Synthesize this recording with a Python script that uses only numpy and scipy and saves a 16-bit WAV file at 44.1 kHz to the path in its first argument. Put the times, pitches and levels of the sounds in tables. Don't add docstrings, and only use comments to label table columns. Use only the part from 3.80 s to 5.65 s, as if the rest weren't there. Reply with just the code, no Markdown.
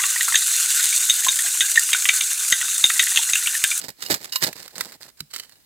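import sys
import numpy as np
from scipy import signal
from scipy.fft import rfft, irfft, next_fast_len
from scipy.io import wavfile
from scipy.ndimage import uniform_filter1d, map_coordinates

SR = 44100
rng = np.random.default_rng(int(sys.argv[2]) if len(sys.argv) > 2 else 0)


def gain_from_decibels(decibels):
    exponent = np.asarray(decibels, float) / 20
    return 10 ** exponent


def to_wav(s):
    ch = np.atleast_2d(s).T
    pcm = np.round(np.clip(ch, -1, 1) * 32767)
    wavfile.write(sys.argv[1], SR, pcm.astype(np.int16))


N = 81585


def colour(x, table):
    hz, db = np.array(table, float).T
    n = next_fast_len(len(x) + 4096)
    log_hz = np.log(np.maximum(np.arange(n // 2 + 1) * SR / n, 1))
    gain = gain_from_decibels(np.interp(log_hz, np.log(hz), db))
    return irfft(rfft(x, n) * gain, n)[:len(x)]


def unit(x):
    return x / np.sqrt(np.mean(x ** 2))


def fades(at, db, t60, rise):
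    after = np.arange(N) / SR - np.array(at)[:, None]
    fall = -np.log(1000) * after / np.array(t60)[:, None]
    return gain_from_decibels(np.array(db))[:, None] * np.exp(np.where(after < 0, after / rise, fall))


def forest_air():
    tilt = [(60, -2.5), (1000, -19.5), (15000, -16.0)]
    level_db = -59
    return gain_from_decibels(level_db) * np.array([unit(colour(rng.standard_normal(N), tilt)) for _ in range(2)])


def scatter(x):
    near_db, near_t60_s = -15, 0.016
    tail_db, tail_t60_s = -21.5, 0.41
    a = np.arange(SR // 4) / SR

    def echoes(t60_s):
        noise = rng.standard_normal(len(a)) * np.exp(-np.log(1000) * a / t60_s) * (a > .0003)
        return unit(noise) / np.sqrt(len(a))

    response = gain_from_decibels(near_db) * echoes(near_t60_s) + gain_from_decibels(tail_db) * echoes(tail_t60_s)
    return x + signal.fftconvolve(x, response)[:N]


# start_s, level_db, pitch_hz, fade_t60_s
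THUMPS = [(1.406, -38, 147.5, 0.12)]


def thumps():
    out = 0
    for start_s, db, hz, t60 in THUMPS:
        a = np.maximum(np.arange(N) / SR - start_s, 0)
        around = [(hz / 2, -20), (hz, 0), (2 * hz, -16), (4 * hz, -40)]
        fade_in = np.minimum(a * hz * 2, 1)
        rough = unit(colour(rng.standard_normal(N), around)) * fade_in
        out = out + gain_from_decibels(db) * (np.sin(2 * np.pi * hz * a) + rough) * np.exp(-np.log(1000) * a / t60)
    return out


def clumps(rate, spread_db):
    k = int(SR / rate)
    swell_db = uniform_filter1d(np.repeat(rng.standard_normal(N), k)[:N], k)
    return unit(gain_from_decibels(spread_db * swell_db))


def grains(rate, spread_db):
    chance, luck, sign = rng.random((3, N))
    size = gain_from_decibels(np.minimum(-spread_db * np.log(luck + 1e-9), 4 * spread_db))
    clicks = (chance < rate / SR) * size * np.sign(sign - .5)
    return unit(clicks + 0.27 * rng.standard_normal(N))


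# pitch_hz, level_db
SOIL = [(30, -34), (130, -3.5), (330, -3), (850, -4.5), (1200, -20.5)]


def soil_rumble(low):
    rumble = unit(colour(grains(700, 5.1), SOIL))
    return rumble * low * clumps(59.96, 4.5) + thumps()


# start_s, end_s, grit_start_db, grit_end_db, soil_start_db
STROKES = [(.004, 0.061, -39, -35.5, -44), (0.084, 0.104, -29, -39, -33), (0.168, 0.224, -57, -34, -74),
           (0.236, 0.313, -34.5, -44.5, -40), (0.302, 0.329, -15.5, -25, -20.5),
           (0.321, 0.357, -29, -36, -28.5), (0.357, 0.384, -31.5, -48, -31.5),
           (0.404, 0.507, -41.5, -47.5, -45.5), (0.523, 0.585, -28.5, -41.5, -77),
           (0.6, 0.626, -47, -18.5, -67), (0.625, 0.646, -18, -15, -28.5), (0.665, 0.678, -30, -27, -33.5),
           (0.7, 0.715, -64.5, -57, -55), (0.755, 0.862, -41.5, -42, -49.5),
           (0.894, 0.947, -52, -49.5, -54.5), (0.956, 1.155, -35.5, -48.5, -41.5),
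           (1.206, 1.295, -44.5, -47.5, -53), (1.372, 1.412, -49.5, -54.5, -86),
           (1.503, 1.517, -57, -47, -88), (1.532, 1.594, -36, -46.5, -58), (1.598, 1.674, -46, -56, -57),
           (1.686, 1.85, -57.5, -65.5, -68)]


def strokes():
    rise_s, edge_s, soil_smooth_s = 0.0013, 0.01, 0.0029
    t, grit_power, soil_power = np.arange(N) / SR, 0, 0
    for a, b, db0, db1, soil_db in STROKES:
        on = np.exp(-np.maximum(a - t, 0) / rise_s - np.maximum(t - b, 0) / edge_s)
        grit_power = grit_power + (on * gain_from_decibels(np.interp(t, [a, b], [db0, db1]))) ** 2
        soil_power = soil_power + (on * gain_from_decibels(soil_db + np.interp(t, [a, b], [0, db1 - db0]))) ** 2
    soil_power = uniform_filter1d(soil_power, int(soil_smooth_s * SR)).clip(0)
    return np.sqrt(grit_power), np.sqrt(soil_power)


def crackles():
    per_s, level_db, decay_s = 120, -2, 0.00076
    chance, luck = rng.random((2, N))
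    hits = (chance < per_s / SR) * gain_from_decibels(np.minimum(-5 * np.log(luck + 1e-9), 10))
    return gain_from_decibels(level_db) * unit(signal.lfilter([1], [1, -np.exp(-1 / (decay_s * SR))], hits))


def patchy(rate, spread_db):
    out, common = 0, grains(rate, spread_db)
    for hz in 350 * 2. ** np.arange(6):
        sos = signal.butter(2, [hz, min(2 * hz, .45 * SR)], "band", fs=SR, output="sos")
        own = grains(rate * hz / 4000, spread_db)
        out = out + signal.sosfiltfilt(sos, common + 0.64 * own)
    return out


# peak_s, level_db, fade_t60_s
TICKS = [(0.105, -28, 0.0052), (0.2249, -23.5, 0.035), (.3420, -13, 0.029), (0.4446, -24.5, 0.026),
         (.4560, -26.5, 0.017), (0.558, -16.5, 0.041), (0.7299, -25, 0.02), (.8800, -31, 0.022),
         (1.009, -13, 0.024), (1.036, -37, 0.014), (1.4055, -22.5, 0.013), (1.5382, -30, 0.034),
         (1.5621, -25, 0.034), (1.5870, -34, 0.023), (1.5981, -28, 0.016), (1.636, -39.5, 0.017),
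         (1.722, -44.5, 0.027)]


def ticks():
    peak_s, level_db, t60_s = np.array(TICKS).T
    return fades(peak_s, level_db, t60_s, 0.00094).sum(0)


# pitch_hz, level_db
GRIT = [(200, -17), (400, -7.5), (800, -13), (1800, 2.5), (3000, -5.5), (4600, 3), (6400, -3.5),
        (7900, 1.5), (10000, -9), (13000, -2), (16000, -9.5)]


def grit_ports(grit, press, cracks):
    apart = 0.22
    snap = unit(colour(rng.standard_normal(N), GRIT)) * cracks
    left_clicks = grit[0] + apart * colour(grit[1], [(1000, 16), (4000, 22.5)])
    return [unit(colour(clicks, GRIT)) * (press + .5 * cracks) + snap for clicks in (left_clicks, grit[0])]


# (relative, at 1034 Hz)
STRIKES = [(.2225, -27, -15), (.2625, -27, -15), (.3140, -26, -5), (.5235, -23, -18), (.5335, -25, -12),
           (.5585, -15, 2)]


def strikes():
    out = 0
    for start_s, db, low_db in STRIKES:
        impulse = gain_from_decibels(db) * (np.arange(N) == int(start_s * SR))
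        out = out + colour(impulse, [(1034, low_db), (2896, 0)])
    return out


# level_db, ring_t60_s
BLADE = [(-7, .05), (-14, .04), (1, .055), (-7, .08), (-1, .045), (3, .035), (-4, .03), (-6, .04),
         (-4, .04), (-9, .04), (-9, .045), (-11, .045), (-13, .3)]
BLADE_HZ = [1034, 1700, 2896, 3854, 4290, 4975, 5260, 6169, 7260, 8550, 9750, 11530, 13400]


def blade(push, ring_share, pitch=1):
    out = 0
    for hz, (db, t60) in zip(BLADE_HZ, BLADE):
        p = np.exp(2j * np.pi * pitch * hz / SR - np.log(1000) / (ring_share * t60 * SR))
        jolt = np.diff(push, prepend=0) / abs(1 - 1 / p)
        out = out + gain_from_decibels(db) * signal.lfilter([1], [1, -p], jolt).imag
    return out


def blade_ring(grit, press, cracks):
    prise_start_s, free_start_s = 1.39, 1.66
    scrape_db, prise_db, free_db = -35, -21, -31
    t = np.arange(N) / SR
    prise_tone = [(1000, -12), (4500, 4), (5200, -5), (8000, 2), (13000, -8)]
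    prise = colour(unit(grit[1]) * (press + cracks) * (t > prise_start_s), prise_tone)
    scrape = unit(grit[0]) * press * gain_from_decibels(scrape_db) * (t < prise_start_s)
    buried = blade(scrape, ring_share=0.44)
    free = blade(strikes() + gain_from_decibels(free_db) * prise * (t > free_start_s), ring_share=0.97)
    prised = gain_from_decibels(prise_db) * blade(prise * (t < free_start_s), ring_share=.2, pitch=1.045)
    return buried + free + prised


def digging():
    press, low = strokes()
    press = press * np.hypot(clumps(150, 3), crackles())
    cracks = ticks()
    grit = [patchy(rate=2500, spread_db=5) for _ in range(2)]
    ring = blade_ring(grit, press, cracks)
    ports = [port + ring for port in grit_ports(grit, press, cracks)]
    return ports, soil_rumble(low)


# pitch_hz, left_minus_right_db
LEFT = [(150, -1), (1300, -1.5), (4400, -11), (8000, -8.5), (15000, -4)]
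# time_s, lag_ms
LAG = [(0.681, 0.2864), (.7, 0.088)]


def left_port(x):
    n = np.arange(N)
    time_s, lag_ms = np.array(LAG).T
    lag = np.interp(n / SR, time_s, lag_ms) * SR / 1000
    return colour(map_coordinates(x, [n - lag], mode="mirror"), LEFT)


def scene():
    (left, right), soil = digging()
    left, right = scatter(left) + soil, scatter(right) + soil
    return np.array([left_port(left), right]) + forest_air()


def low_pass(x):
    return signal.sosfilt(signal.butter(12, 17140, fs=SR, output="sos"), x)


def record(dry):
    top_cut = signal.ellip(8, .2, 60, 16300, fs=SR, output="sos")
    low_cut = signal.butter(2, 50, "high", fs=SR, output="sos")
    rounded = np.tanh(dry)
    return low_pass(signal.sosfilt(np.vstack([top_cut, low_cut]), rounded))


dry = scene()
out = record(dry)
to_wav(out)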